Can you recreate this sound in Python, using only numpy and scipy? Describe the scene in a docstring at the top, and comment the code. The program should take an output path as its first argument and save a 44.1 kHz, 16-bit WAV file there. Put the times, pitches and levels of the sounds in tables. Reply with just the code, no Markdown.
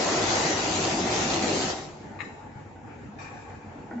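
"""A ring wrapping machine, heard from a stereo microphone in a hard-walled factory hall: air and peeling
stretch film hiss over the roar of the running machine, then both cut off and die away in the hall.
A motor hum remains. A metal clamp clacks left of the microphone, a valve vents through ringing
steelwork, and the load bumps along the roller conveyor, ending in a hollow clunk."""
import sys
import numpy as np
from scipy import signal
from scipy.fft import rfft, irfft, next_fast_len
from scipy.io import wavfile
from scipy.ndimage import uniform_filter1d, map_coordinates

SR = 44100
rng = np.random.default_rng(int(sys.argv[2]) if len(sys.argv) > 2 else 0)


def output_pcm(signal):
    """Save a mono or channel-first signal as 16-bit PCM at the path in sys.argv[1].

    Samples are clipped to [-1, 1] before scaling.
    """
    pcm = np.clip(np.atleast_2d(signal).T, -1, 1) * 32767
    wavfile.write(sys.argv[1], SR, np.round(pcm).astype(np.int16))


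N = 176400

STOP_S, VENT_S = 1.715, 3.185  # the machine stops; the valve opens
TOP_HZ = 7660  # upper edge of the microphone's band
# spectrum of the air and film hiss (frequency [Hz], relative level [dB])
HISS_SPECTRUM = [(400, -41.5), (1000, -2), (1400, -0.5), (1650, -1), (1950, 3), (2300, 0), (2620, 2),
                 (2850, -0.5), (3250, -2), (3800, -0.6), (4800, 0.5), (5200, -1.5), (6300, 0.5),
                 (7500, -2.5)]
# balance of diffuse sound at the microphone (frequency [Hz], left over right [dB])
BALANCE = [(180, -1), (310, 2), (900, -0.5), (1600, 3.5), (2600, 5), (4700, 0.5), (7500, 2.5)]


def amp(db):
    """Decibels to gain."""
    return 10 ** (np.asarray(db) / 20)


def unit(x):
    """Scale to rms 1."""
    return x / np.sqrt(np.mean(x ** 2) + 1e-20)


def along(points, hz):
    """Read (frequency [Hz], value) points along a log frequency axis."""
    freqs, values = np.transpose(points)
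    return np.interp(np.log(hz + 1), np.log(freqs + 1), values)


def clock():
    """Time of each sample in seconds."""
    return np.arange(N) / SR


def curve(rows):
    """Join (time [s], value) points by straight lines."""
    return np.interp(clock(), *np.transpose(rows))


def wobble(per_s):
    """A smooth random curve with per_s knots a second."""
    return map_coordinates(rng.standard_normal(2048), [clock() * per_s], mode="mirror")


def burst(start, attack_s, t60):
    """A quick rise at start and an exponential fade."""
    age = np.maximum(clock() - start, 0)
    return (1 - np.exp(-age / attack_s)) * np.exp(-np.log(1000) * age / t60)


def swells(rows):
    """Bell-shaped rises from (time [s], level [dB], half length [s]) rows."""
    return sum(amp(db) * np.exp(-.5 * ((clock() - s) / half) ** 2) for s, db, half in rows)


def filtered(x, response):
    """Pass x through a complex response given as a function of frequency."""
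    size = next_fast_len(N + SR // 2)
    return irfft(rfft(x, size) * response(np.fft.rfftfreq(size, 1 / SR)), size)[..., :N]


def resonate(x, modes):
    """Ring a body's (frequency [Hz], width [Hz], gain [dB]) modes, keeping the power of white noise."""
    def body(f):
        response = sum((-1) ** k * amp(db) * 1j * f * width / (hz * hz - f * f + 1j * f * width)
                       for k, (hz, width, db) in enumerate(modes))
        return response / np.sqrt(np.mean(abs(response) ** 2))
    return filtered(x, body)


def pan(x, left_db):
    """Place a source to the left of the microphone."""
    return x * amp(np.array([[left_db], [-left_db]]) / 2)


def noise(spectrum, patchy_db):
    """Diffuse stereo noise of rms 1 with shifting hollows in its spectrum."""
    # how alike the two channels are (frequency [Hz], correlation [ratio])
    likeness = [(60, 1), (130, 1), (240, 1), (490, 0.57), (900, 0.39), (1600, .02), (7000, 0.24)]
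    def mid_and_side(hz):
        angle = np.arccos(np.clip(along(likeness, hz), -1, 1)) / 2
        return amp(along(spectrum, hz)) * [np.cos(angle), np.sin(angle)] * (hz < TOP_HZ)
    cells = signal.stft(rng.standard_normal((2, N)), nperseg=512)[2]
    patches = uniform_filter1d(rng.standard_normal(cells.shape[1:]), size=5, axis=0)
    patches = unit(uniform_filter1d(patches, size=12, axis=1))
    pair = signal.istft(cells * amp(patchy_db * np.minimum(patches, .5)), nperseg=512)[1][:, :N]
    mid, side = filtered(pair, mid_and_side)
    stereo = np.array([mid + side, mid - side])
    return unit(filtered(stereo, lambda hz: amp(np.outer([.5, -.5], along(BALANCE, hz)))))


def panels(x, share, longest_s, drift_s, count=6):
    """Close reflections off the machine's panels comb the sound; each channel's paths drift apart."""
    t = clock()
    def drift():
        return drift_s * np.interp(t, np.arange(16) / 3, rng.standard_normal(16))
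    def comb(channel):
        delays = [rng.uniform(0.002021, longest_s) + drift() for _ in range(count)]
        reflections = sum(np.interp(t - delay, t, channel, left=0) for delay in delays)
        return channel + share / np.sqrt(count) * reflections
    return unit(np.array([comb(channel) for channel in x]))


def hall(x, wet_db):
    """The tail alone that the hard walls send back; each frequency dies at its own speed."""
    # reverberation of the hall (frequency [Hz], t60 [s])
    decay_times = [(150, 0.49), (1000, 0.38), (4000, 0.66), (8000, 0.94)]
    hz, t, cells = signal.stft(rng.standard_normal((2, SR)), SR, nperseg=256)
    decay = np.exp(-np.log(1000) * t / along(decay_times, hz)[:, None])
    tail = signal.istft(cells * decay, SR, nperseg=256)[1]
    return amp(wet_db) * signal.fftconvolve(x[None], tail / np.linalg.norm(tail[0]), axes=1)[:, :N]


def cut_off(drop_db, fall_db_per_s):
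    """At the stop the direct sound drops out and the hall's share dies away."""
    since = np.maximum(clock() - STOP_S, 0)
    return amp(-drop_db * (1 - np.exp(-since / 0.02)) - fall_db_per_s * since)


def motor_tones(drift_hz, waver_db):
    """Turning parts hum at slightly unsteady pitches."""
    # tones of the motors (frequency [Hz], level [dB])
    lines = [(98.5, -55), (145.3, -60.5), (237, -62.5), (387.6, -78), (436, -68), (861, -70), (1110, -73.5)]
    hum = 0
    for hz, db in lines:
        rms = amp(db + waver_db * wobble(8.3))
        phase = 2 * np.pi * np.cumsum(hz + drift_hz * wobble(14)) / SR
        hum += np.sqrt(2) * rms * np.sin(phase)
    return hum


def idling():
    """The room tone: motors and ventilation that keep going throughout."""
    # loudness of the ventilation (time [s], level [dB])
    levels = [(0, -42), (2.0, -44), (2.35, -43), (2.7, -46.5), (2.9, -45), (3.05, -44.5), (3.58, -43.5),
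              (3.8, -43), (4, -45)]
    # its spectrum (frequency [Hz], relative level [dB])
    spectrum = [(25, -23), (48, -1.5), (70, -8.5), (98, 2.5), (170, -6), (240, -1.5), (370, -8),
                (480, -6.5), (620, -13), (800, -4.5), (890, -4), (1000, -15.5), (1700, -17.5), (2400, -23),
                (3000, -31), (5000, -36.5), (7500, -33.5)]
    air = panels(noise(spectrum, patchy_db=3), share=.4, longest_s=.015, drift_s=.0003)
    return amp(curve(levels) + 0.83 * wobble(15)) * air + motor_tones(drift_hz=2.76, waver_db=1.5)


def scrapes():
    """The load rubs softly along its guide."""
    # swells of rubbing (time [s], level [dB], half length [s])
    rubs = [(2.923, -52.5, 0.037), (3.08, -67, 0.047), (3.833, -62, 0.024)]
    # their spectrum (frequency [Hz], relative level [dB])
    spectrum = [(500, -19), (900, -5), (1300, 6), (1800, -1), (2600, 1), (3200, -21), (7500, -34)]
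    return swells(rubs) * noise(spectrum, patchy_db=0.5)


def rollers():
    """The rollers rumble as the load starts to travel."""
    # loudness of the rollers under the load (time [s], level [dB])
    levels = [(3.6, -73), (3.66, -50), (3.72, -61), (3.8, -47), (4, -47.5)]
    # their spectrum (frequency [Hz], relative level [dB])
    spectrum = [(70, -20), (140, 2.5), (340, 1.5), (500, -6), (750, -9), (1100, -22), (3000, -50)]
    return amp(curve(levels)) * noise(spectrum, patchy_db=0.0)


def conveyor():
    """Hollow bumps of the load and knocks on the frame, almost straight ahead, with the hall behind."""
    # the load bumps over the rollers (time [s], level [dB], pitch [Hz], t60 [s])
    load_hits = [(2.557, -29, 113, 0.092), (3.085, -35.5, 206, 0.23), (3.642, -38, 216.3, 0.26),
                 (3.75, -40.5, 282, 0.36), (3.93, -28.5, 241, 0.15), (3.954, -26.5, 236, 0.32)]
    # knocks on the conveyor frame (time [s], level [dB])
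    frame_hits = [(2.165, -40), (2.756, -43.5), (2.871, -44), (3.364, -44), (3.909, -30.5), (3.921, -43),
                  (3.976, -36)]
    # resonances of the frame (frequency [Hz], width [Hz], gain [dB])
    frame_modes = [(326, 41, -5), (730, 110, -9.5), (920, 89, -12.5), (1494, 60, -12), (1940, 150, -21.5),
                   (2330, 51, -24)]
    bumps = sum(amp(db) * burst(s, 0.0036, t60) * np.sin(2 * np.pi * hz * (clock() - s))
                for s, db, hz, t60 in load_hits)
    force = sum(amp(db) * burst(s, attack_s=.002, t60=0.071) for s, db in frame_hits)
    knocks = resonate(force * rng.standard_normal(N), frame_modes)
    return pan(bumps + knocks, left_db=1.0) + hall(knocks, wet_db=2.5) + hall(bumps, wet_db=-13.5)


def valve():
    """Air puffs from the outlet as the pressure bleeds off, rattling steelwork a little to the left."""
    # ringing parts of the steelwork (frequency [Hz], width [Hz], level [dB], t60 [s])
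    steel_modes = [(787, 38, -50, 2.5), (897, 52, -49.5, 1.2), (1111, 35, -48, 1.6), (1287, 39, -56, 1.4),
                   (1656, 91, -49.5, 2.1), (1790, 35, -50.5, 1.6), (2390, 97, -46.5, 1.67),
                   (2510, 70, -52.5, 1), (3680, 150, -62.5, 1.4), (4550, 80, -58, .5),
                   (5760, 47, -56, 0.97), (7360, 33, -61.5, 1.6)]
    # bare air at the outlet (frequency [Hz], relative level [dB])
    puff_spectrum = [(1500, -19), (2600, 3), (3200, -6), (4500, 1), (7500, 2)]
    # softening of the steel's treble (frequency [Hz], gain [dB])
    treble = [(2700, -1.5), (3150, -10), (3700, -2.5), (5500, -2)]
    def rattle(hz, width, db, t60):
        chatter_db = 2.5 * wobble(45)
        flow = amp(db + chatter_db) * burst(VENT_S, attack_s=.001, t60=t60)
        return resonate(flow * rng.standard_normal((2, N)), [(hz, width, 0)])
    steel = filtered(sum(rattle(*mode) for mode in steel_modes), lambda hz: amp(along(treble, hz)))
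    puff = amp(-59) * burst(VENT_S, attack_s=.005, t60=2) * noise(puff_spectrum, patchy_db=3.5)
    flutter = amp(1.5 * wobble(70))
    return pan(steel, left_db=3.5) + puff * flutter


def clamp():
    """A quick run of padded contacts rings the metal clamp, well to the left; the hall answers."""
    # contacts of the clamp (time [s], level [dB])
    contacts = [(2.188, -33.5), (2.196, -34), (2.203, -23), (2.213, -29), (2.231, -35.5)]
    # its resonances (frequency [Hz], width [Hz], gain [dB])
    modes = [(880, 29, -11), (1166, 77, 0.5), (1555, 44, -11), (1860, 140, 1), (2200, 99, -1.5),
             (2380, 66, -5.5), (2600, 144, -4), (2900, 110, -11), (3880, 100, -11), (4020, 60, -9),
             (5270, 220, -19), (6950, 570, -20.5)]
    force = sum(amp(db) * burst(s, attack_s=0.0019, t60=0.03) for s, db in contacts)
    ringing = resonate(force * rng.standard_normal(N), modes)
    direct = filtered(ringing, lambda hz: amp(along([(4200, -2), (5200, -13)], hz)))
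    return pan(direct, left_db=15) + pan(hall(ringing, wet_db=0.0), left_db=3)


def running():
    """The frame rumbles, the ring churns and the drive whines amid a roar and rush; all stop together."""
    # loudness of the deep rumble, low roar and midrange rush (time [s], level [dB])
    rumble_levels = [(0, -54), (.3, -41), (.8, -42), (1.4, -42.5), (1.6, -45), (1.69, -53)]
    roar_levels = [(0, -32), (.15, -30.5), (.3, -33.5), (.5, -30.5), (.6, -33.5), (.75, -34), (.9, -30.5),
                   (1.05, -30.5), (1.3, -31), (1.44, -29.5), (1.53, -26), (1.62, -33), (1.69, -32)]
    rush_levels = [(0, -27.5), (.14, -28), (.27, -30), (.41, -27), (.6, -32), (.9, -32.5), (1.05, -32),
                   (1.45, -33), (1.69, -34.5)]
    # their spectra (frequency [Hz], relative level [dB])
    rumble_spectrum = [(25, -26.5), (48, -7), (75, -5.5), (100, 0), (135, -2), (200, -19), (400, -32.5)]
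    roar_spectrum = [(40, -35), (120, -25.5), (155, -2), (180, -4.5), (255, -3.5), (300, 0), (365, 2),
                     (430, -4), (600, -7.5), (1200, -44)]
    rush_spectrum = [(250, -39), (450, -1), (570, -0.5), (660, 4.5), (780, 3.5), (850, 0.5), (950, 0.5),
                     (1100, -3), (1500, -8), (2500, -15.5)]
    # the ring drones louder as it turns (time [s], level [dB], half length [s])
    churns = [(.79, -33, 0.036), (1.04, -32, 0.025), (1.26, -34.5, 0.022), (1.45, -31, 0.026),
              (1.66, -34, 0.028)]
    # resonances of the ring and the drive (frequency [Hz], width [Hz], gain [dB])
    ring_modes = [(179, 31, 0), (246.5, 24, 2)]
    drive_modes = [(354, 22, 0), (633.5, 21, -4.5), (770, 17, 1.5)]
    rumble = amp(curve(rumble_levels)) * noise(rumble_spectrum, patchy_db=1.6)
    churn = swells(churns) * resonate(rng.standard_normal(N), ring_modes)
    roar = amp(curve(roar_levels) + 0.3 * wobble(25)) * noise(roar_spectrum, patchy_db=1.44)
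    rush = amp(curve(rush_levels) + .8 * wobble(35)) * noise(rush_spectrum, patchy_db=1.8)
    whine = amp(-37) * resonate(rng.standard_normal(N), drive_modes)
    deep = (rumble + churn + roar) * cut_off(drop_db=7.0, fall_db_per_s=58.5)
    return deep + (rush + whine) * cut_off(drop_db=3.0, fall_db_per_s=56.5)


def crackle(snaps_per_s=380, spread_db=8, decay_s=0.00069):
    """Stretch film peels off its roll in tiny snaps, in the colour of the hiss."""
    def colour(hz):
        balance_db = np.outer([.5, -.5], along(BALANCE, hz))
        return amp(along(HISS_SPECTRUM, hz) + balance_db) * (hz < TOP_HZ)
    chance, size = rng.random(N), rng.exponential(1, N)
    snaps = (chance < snaps_per_s / SR) * amp(spread_db * np.minimum(size, 3))
    envelope = signal.lfilter([1], [1, -np.exp(-1 / (decay_s * SR))], snaps)
    return unit(filtered(envelope * rng.standard_normal((2, N)), colour))


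def film():
    """Air and peeling film hiss, crackle in clumps and rasp at each tug until the machine stops."""
    # loudness of the hiss (time [s], level [dB])
    levels = [(0, -30), (.06, -30.5), (.28, -30), (.39, -29.5), (.5, -28.5), (.62, -29.5), (1.0, -31.5),
              (1.25, -30.5), (1.45, -31.5), (1.62, -29.5), (1.69, -32.5)]
    # the film tightens and rasps louder (time [s], level [dB], half length [s])
    tugs = [(.376, -27, 0.015), (.49, -35, .012), (.66, -38, .009), (1.158, -23.5, .014), (1.6, -32, 0.018)]
    # a near panel mirrors the hiss to the microphone's right (time [s], delay [s], share [ratio])
    reflection = [(0, 0.0056, 0.18), (1.25, 0.0058, 0.19), (1.5, .00485, 0.41), (1.7, 0.0047, .3)]
    air = panels(noise(HISS_SPECTRUM, patchy_db=4.2), share=.67, longest_s=.012, drift_s=.00015)
    clumps = amp(3.5 * wobble(14))
    snaps = unit(np.tanh(clumps * crackle() / 5))  # the sharpest peaks are rounded off
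    hiss = amp(curve(levels) + 0.95 * wobble(25)) * (air + amp(-8.5) * snaps)
    rasp = swells(tugs) * np.tanh(crackle())
    left, right = hiss + rasp
    t = clock()
    times, delays, shares = np.transpose(reflection)
    delayed = np.interp(t - np.interp(t, times, delays), t, right, left=0)
    echo = np.interp(t, times, shares) * delayed
    return np.array([left, right + echo]) * cut_off(drop_db=2.3, fall_db_per_s=98)


def scene():
    """All parts of the machine as they reach the microphone."""
    return running() + film() + rollers() + idling() + clamp() + valve() + scrapes() + conveyor()


def record(dry):
    """The microphone's band ends steeply at TOP_HZ."""
    return filtered(dry, lambda hz: 1 / np.sqrt(1 + np.minimum(hz / TOP_HZ, 2) ** 400))


dry = scene()
out = record(dry)
output_pcm(out)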